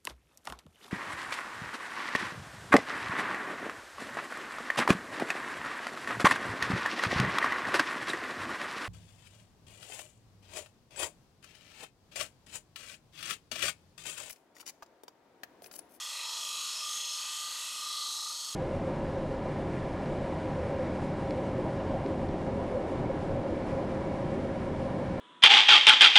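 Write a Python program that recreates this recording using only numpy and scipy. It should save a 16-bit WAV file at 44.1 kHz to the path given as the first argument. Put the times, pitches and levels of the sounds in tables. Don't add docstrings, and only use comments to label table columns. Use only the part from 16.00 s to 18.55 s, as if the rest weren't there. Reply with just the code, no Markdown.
import sys
import numpy as np
from scipy import signal
from scipy.fft import rfft, irfft, next_fast_len
from scipy.io import wavfile
from scipy.ndimage import uniform_filter1d, map_coordinates

SR = 44100
rng = np.random.default_rng(int(sys.argv[2]) if len(sys.argv) > 2 else 0)


def magnitude_from_level(level_db):
    exponent = np.asarray(level_db, float) / 20
    return 10 ** exponent


def store_wav(level_fs):
    pcm = np.round(np.clip(np.atleast_2d(level_fs), -1, 1) * 32767)
    wavfile.write(sys.argv[1], SR, pcm.T.astype(np.int16))


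N = 112454
TURN_HZ = 25.043
T_S = np.arange(N) / SR
ANGLE_RAD = 2 * np.pi * TURN_HZ * T_S


def unit(x):
    return x / np.sqrt(np.mean(x ** 2) + 1e-20)


def along(points, hz):
    f, value = np.transpose(points)
    return np.interp(np.log(hz + 1), np.log(f + 1), value)


def curves(rows):
    t_s, *columns = np.transpose(rows)
    return [np.interp(T_S, t_s, column) for column in columns]


def wobble(knots_hz):
    knots = rng.standard_normal(int(N * knots_hz / SR) + 4)
    return map_coordinates(knots, [np.arange(N) * knots_hz / SR])


def noise(response):
    m = next_fast_len(2 * N)
    spectrum = rfft(rng.standard_normal(m)) * response(np.fft.rfftfreq(m, 1 / SR))
    return unit(irfft(spectrum, m)[:N])


def modes(table, hz):
    total = 0
    for k, (centre_hz, width_hz, db) in enumerate(table):
        damping = 1j * hz * width_hz
        total = total + (-1) ** k * magnitude_from_level(db) * damping / (centre_hz ** 2 - hz ** 2 + damping)
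    return total


def while_on(start_s, end_s):
    fade_s = 0.057
    return np.clip(np.minimum(T_S - start_s, end_s - T_S) / fade_s + .5, 0, 1)


def steady(x, turns):
    power = np.abs(uniform_filter1d(x ** 2, int(turns * SR / TURN_HZ)))
    return x / np.sqrt(power + 1e-3)


# f/Hz, line spread/Hz
RENEWAL = [(300, 0.596), (1200, 1.59), (3000, 2.197), (6000, 1.2), (12000, 3.1)]
# f/Hz, share/0-1
RETURNING = [(300, 0.64), (1200, 0.83), (3000, 0.98), (6000, 0.84), (9500, 0.54), (12500, 0)]


def surface(hz):
    spread_hz = np.clip(along(RENEWAL, hz), .3, 8)
    share = np.clip(along(RETURNING, hz), 0, 1)
    off_hz = hz - TURN_HZ * np.round(hz / TURN_HZ)
    lines = np.exp(-.5 * (off_hz / spread_hz) ** 2) * TURN_HZ / (spread_hz * np.sqrt(2 * np.pi))
    return np.sqrt(share * lines + 1 - share)


# times/turn, level/dB, phase/rad
END_GRAIN_SWELL = [(1, 0.57, 4.61), (2, 1.0, 1.49)]


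def grain_db():
    return sum(db * np.cos(k * ANGLE_RAD + phase) for k, db, phase in END_GRAIN_SWELL)


def favour(x, centre_hz):
    width_hz, lift_db = 182.6, 5.5
    hz, t, z = signal.stft(x, SR, nperseg=512)
    centre = np.interp(t * SR, np.arange(N), centre_hz)
    lift = 1 + magnitude_from_level(lift_db) * np.exp(-.5 * ((hz[:, None] - centre) / width_hz) ** 2)
    return signal.istft(z * lift, SR, nperseg=512)[1][:N]


def scrape(body, grain, centre_hz=None):
    x = noise(lambda hz: surface(hz) * body(hz))
    if centre_hz is not None:
        x = unit(favour(x, centre_hz))
    swell_db = grain * grain_db() + 1.014 * wobble(8.626)
    return unit(steady(x, turns=4.8) * magnitude_from_level(swell_db))


def part(level_db, table, centre_hz=None, grain=0.13):
    ring = scrape(lambda hz: np.abs(modes(table, hz)) ** 1.278, grain, centre_hz)
    return magnitude_from_level(level_db - 0.7462) * ring


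# t/s, level/dB
SHAVING = [(0, -46.5), (.3, -44.5), (.45, -43.5), (.7, -42.5), (.805, -44), (.825, -44.5), (.95, -42.5),
           (1.05, -44.5), (1.33, -42.5), (1.47, -43), (1.68, -43.5), (1.79, -43.5), (1.85, -45),
           (2.03, -44), (2.15, -42), (2.29, -43.5), (2.36, -46), (2.55, -44.5)]
# f/Hz, level/dB per Hz
FIBRE_HISS = [(900, -44.5), (2350, -21), (3400, -4), (7000, -5.5), (7800, -2.5), (9500, -8), (12000, -13),
              (15000, -25)]


def shaving():
    level_db, = curves(SHAVING)
    return magnitude_from_level(level_db + 1.5) * scrape(lambda hz: magnitude_from_level(along(FIBRE_HISS, hz)), grain=0.68)


# f/Hz, width/Hz, level/dB
BAR_MODES = [(1213.2, 51.4, 9), (1064, 130, -10), (1346, 100, -17)]
FALTER = [(1, .44, .91), (2, .4, -1.22), (3, .27, -.61), (4, .1, 2.2)]
# t/s, locked ring/dB, depth of its break each turn/0-1.5, loose ring/dB
BAR_RING = [(0, -56.5, 0.35, -54.5), (.3, -56.5, 1, -53.5), (.36, -53, 1, -52.5), (.54, -50, 1.1, -59),
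            (.61, -56.5, 0.96, -54.5), (.67, -50.5, 0.12, -53.5), (.8, -61, 0.87, -53), (.825, -46, 1, -57),
            (.91, -46.5, 0.91, -57.5), (.97, -51, 0.85, -55), (1.04, -56, 0.45, -61.5),
            (1.1, -51.5, 0.15, -57.5), (1.22, -52, 0.27, -53.5), (1.36, -54, 0.15, -54.5),
            (1.45, -46.5, 0.27, -55), (1.53, -52, 0.36, -52.5), (1.66, -54.5, 1, -56),
            (1.79, -51.5, 1, -56), (1.84, -46, 0.97, -54), (2.03, -46, 1.08, -57),
            (2.13, -51.5, 1.4, -58.5), (2.26, -47.5, 1.1, -58), (2.315, -50, 0.94, -54),
            (2.37, -63.5, 0.55, -59.5), (2.45, -58, 0.52, -54.5), (2.55, -55, 0.45, -56.5)]


def chatter():
    marks_per_turn = 48.06
    clear_hz, clear_share = 40, .7
    level_db, depth, loose_db = curves(BAR_RING)

    def loose_bar(hz):
        beside = 1 - clear_share * np.exp(-((hz - marks_per_turn * TURN_HZ) / clear_hz) ** 2)
        return modes(BAR_MODES, hz) * beside * hz ** 2 / (hz ** 2 + 600 ** 2)

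    loose = scrape(loose_bar, grain=1.1)
    falter = 1 + depth * sum(size * np.cos(k * ANGLE_RAD + phase) for k, size, phase in FALTER)
    tone = np.sin(marks_per_turn * ANGLE_RAD + 0.87 * wobble(4.584))
    locked = steady(falter * tone, turns=1.6)
    return magnitude_from_level(level_db + 0.7 * wobble(18)) * locked + magnitude_from_level(loose_db) * loose


# t/s, holder/dB, edge/dB, edge centre f/Hz, bar overtone/dB, tool rest/dB
STEEL_RING = [(0.0, -48, -48, 6940, -53, -54), (0.09, -52.5, -49.5, 6700, -59, -54),
              (0.2, -51.5, -48.5, 6750, -53, -46.5), (0.29, -46, -45.5, 6890, -60, -54),
              (0.63, -49.5, -44, 6736, -64.5, -50), (0.82, -42.5, -49.5, 6860, -56.5, -50),
              (0.89, -49.5, -43, 6666, -56.5, -54.5), (0.99, -50.5, -41.5, 6600, -55, -49.5),
              (1.13, -43, -45.5, 6630, -63.5, -51.5), (1.23, -50, -45, 6720, -59.5, -49),
              (1.34, -47.5, -46, 6780, -57, -52), (1.45, -54, -47.5, 6600, -60, -58),
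              (1.65, -52.5, -48.5, 6690, -57.5, -48.5), (1.96, -44.5, -49.5, 6460, -60.5, -58),
              (2.14, -50.5, -41.5, 6445, -68.5, -58), (2.19, -46, -48, 6510, -60.5, -61.5),
              (2.41, -50.5, -46.5, 6500, -68.5, -65), (2.55, -51.5, -47, 6650, -65.5, -61.5)]
# t/s, spread/s, holder lift/dB
LOOSE_GRIP = [(.25, 0.034, 2.5), (.76, 0.0274, 2), (1.38, 0.028, 3), (2.16, 0.062, 3)]
# f/Hz, width/Hz, level/dB
HOLDER_MODES = [(5190, 210, 0), (5440, 240, -3), (5782, 230, -5)]
EDGE_MODES = [(6284, 257, -1), (6600, 88, 0.5), (6920, 272, -4.5)]
OVERTONE_MODES = [(1793.2, 110, -6), (1960, 130, -1), (2200, 90, -7)]
REST_MODES = [(2561.8, 165, -5), (2742, 195, -9.5), (2636, 127, -6)]


def steel():
    holder_db, edge_db, edge_hz, overtone_db, rest_db = curves(STEEL_RING)
    for s, spread_s, lift_db in LOOSE_GRIP:
        holder_db = holder_db + lift_db * np.exp(-.5 * ((T_S - s) / spread_s) ** 2)
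    holder = part(holder_db, HOLDER_MODES)
    edge = part(edge_db, EDGE_MODES, edge_hz)
    return holder + edge + part(overtone_db, OVERTONE_MODES) + part(rest_db, REST_MODES)


# t/s, wall/dB, wall centre f/Hz, rim/dB, rim centre f/Hz, foot/dB
BOWL_RING = [(0.0, -49.5, 3250, -51, 4150, -65.5), (0.02, -46.5, 3360, -49.5, 4450, -60),
             (0.13, -49.5, 3310, -45.5, 4160, -57.5), (0.25, -47, 3294, -42, 4056, -54),
             (0.42, -45, 3226, -46, 4270, -55), (0.53, -46, 3233, -45, 3975, -58),
             (0.67, -47, 3130, -43, 4350, -60.5), (0.76, -47.5, 3300, -43.5, 4264, -57),
             (0.92, -44.5, 3310, -46.5, 4160, -62), (1.22, -43, 3210, -45, 4285, -59.5),
             (1.24, -43.5, 3220, -48, 4250, -58.5), (1.55, -48, 3230, -44.5, 4328, -61),
             (1.64, -47, 3200, -44, 4065, -60.5), (1.74, -49, 3050, -46.5, 4300, -61),
             (2.05, -45.5, 3473, -38.5, 4070, -61.5), (2.17, -55.5, 3430, -42, 4013, -57),
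             (2.48, -51, 3260, -45.5, 4563, -61), (2.55, -49, 3440, -49, 3860, -62.5)]
# f/Hz, width/Hz, level/dB
WALL_MODES = [(2861.6, 111, -1.5), (3200, 120.6, -4.5), (3310, 45.5, 2.5), (3420.7, 243, -3.5)]
RIM_MODES = [(3845, 205, -1.5), (4160, 521, -0.5), (4472.7, 531, 0.5), (4619, 147, 1)]
FOOT_MODES = [(545.1, 90.4, -7.5), (645.1, 46.9, -3.5), (897.4, 114.7, 0), (1044, 64, -1.5)]


def bowl():
    wall_db, wall_hz, rim_db, rim_hz, foot_db = curves(BOWL_RING)
    wall = part(wall_db, WALL_MODES, wall_hz, grain=1.4)
    rim = part(rim_db, RIM_MODES, rim_hz, grain=1.4)
    return wall + rim + part(foot_db, FOOT_MODES)


# f/Hz, level/dB per Hz
RUMBLE = [(15, -19.5), (30, -17), (92, -9), (130, -14.5), (250, -6), (320, -10.5), (500, 0), (900, -37)]
# f/Hz, level/dB rms
HUM_TONES = [(150.7, -89.5), (199.2, -97), (247.6, -85.5), (376.8, -91.5)]


def lathe():
    rumble = noise(lambda hz: magnitude_from_level(along(RUMBLE, hz)) * surface(hz))
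    out = magnitude_from_level(-73 + 0.59 * wobble(5.16)) * rumble
    for hz, db in HUM_TONES:
        out += magnitude_from_level(db + 2 + 5.0 * wobble(5.416)) * np.sin(2 * np.pi * hz * T_S)
    return out


# from/s, to/s, place in turn/0-1, f/Hz, peak/dB
HARD_SPOTS = [(0, 0.142, .6, 3280, -38), (0.307, .6, .28, 3240, -39.5), (0.39, 0.627, .84, 3290, -39.5),
              (0.157, 0.248, .39, 4176, -45.5), (0.935, 1.226, .76, 4240, -41),
              (0.93, 1.16, 0.63, 3304, -45), (.25, 0.773, 0, 1387, -59), (.6, 0.973, 0.6, 1397, -57),
              (1.392, 1.956, 0.7, 1438, -56), (1.3, 1.894, 0.14, 1528, -57), (2, 2.48, .82, 1407, -57)]


def spots():
    knock_s, vary_db = 0.002, 1.5
    out = np.zeros(N)
    for start_s, end_s, place, hz, db in HARD_SPOTS:
        since_s = ((TURN_HZ * T_S - place + .5) % 1 - .5) / TURN_HZ
        knock = np.exp(-.5 * (since_s / knock_s) ** 2) * np.sin(2 * np.pi * hz * since_s)
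        out += magnitude_from_level(db + 2.5 + vary_db * wobble(20)) * while_on(start_s, end_s) * knock
    return out


# from/s, to/s, f/Hz, level/dB rms
LOCKED_MODES = [(.62, .77, 4382, -52), (2.2, 2.36, 4382, -53), (2.02, 2.3, 3905, -55), (.2, .31, 5208, -55),
                (.68, .86, 5208, -55), (.8, 1.2, 3306, -55), (1.3, 2.05, 3306, -57), (1.1, 1.4, 3005, -56),
                (.1, .32, 4155, -53), (.08, .3, 2004, -63), (1.28, 1.78, 2004, -66),
                (1.86, 2.07, 2004, -64), (.25, .52, 1027, -64), (.12, .35, 901, -66),
                (1.45, 2.3, 250.4, -84), (.3, .5, 5860, -54)]


def squeals():
    out = np.zeros(N)
    for start_s, end_s, hz, db in LOCKED_MODES:
        beat = 1 + .8 * np.cos(2 * ANGLE_RAD + 2 * np.pi * rng.random())
        tone = np.sin(2 * np.pi * hz * T_S + 1.1 * wobble(12))
        out += magnitude_from_level(db + 2) * while_on(start_s, end_s) * beat * tone
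    return out


# f/Hz, level/dB per Hz
SIDE_NOISE = [(13, -52.5), (22, -31), (1150, -17.5), (2160, -13.5), (3930, -23), (4890, -12),
              (6420, -15.5), (9150, -11.5), (15000, -9.5)]
# t/s, lift/dB
SIDE_FITS = [(.14, 19), (.19, 11.5), (.54, 7.5), (.6, 7.5), (.9, 7), (1.11, 10.5), (1.3, 18), (1.35, 9),
             (1.55, 7.5), (1.81, 15), (1.89, 12), (2.34, 7)]


def side_noise():
    fit_db = 1.88 * wobble(22.13)
    for s, lift_db in SIDE_FITS:
        fit_db = fit_db + lift_db * np.exp(-((T_S - s) / 0.0192) ** 2)
    return magnitude_from_level(-75.5 + fit_db) * noise(lambda hz: magnitude_from_level(along(SIDE_NOISE, hz)))


def scene():
    mid = shaving() + chatter() + steel() + bowl() + lathe() + spots() + squeals()
    side = side_noise()
    return np.array([mid + side, mid - side])


def top_cut(x):
    return signal.sosfilt(signal.butter(12, 15110, fs=SR, output="sos"), x)


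# t/s, length/s
TOP_OPEN = [(.06, 0.053), (0.189, 0.033), (.83, 0.052), (.9, 0.025), (1.095, 0.044), (1.331, 0.025),
            (1.475, 0.076), (1.937, 0.083), (2.1, 0.055), (2.314, 0.162), (2.521, 0.068)]


def record(dry):
    is_open = sum(np.clip((length_s / 2 - np.abs(T_S - s)) / .012 + .5, 0, 1) for s, length_s in TOP_OPEN)
    shut = 1 - np.clip(is_open, 0, 1)
    top = irfft(rfft(dry) * (np.fft.rfftfreq(N, 1 / SR) > 14400), N)
    return top_cut(dry - shut * top)


dry = scene()
out = record(dry)
store_wav(out)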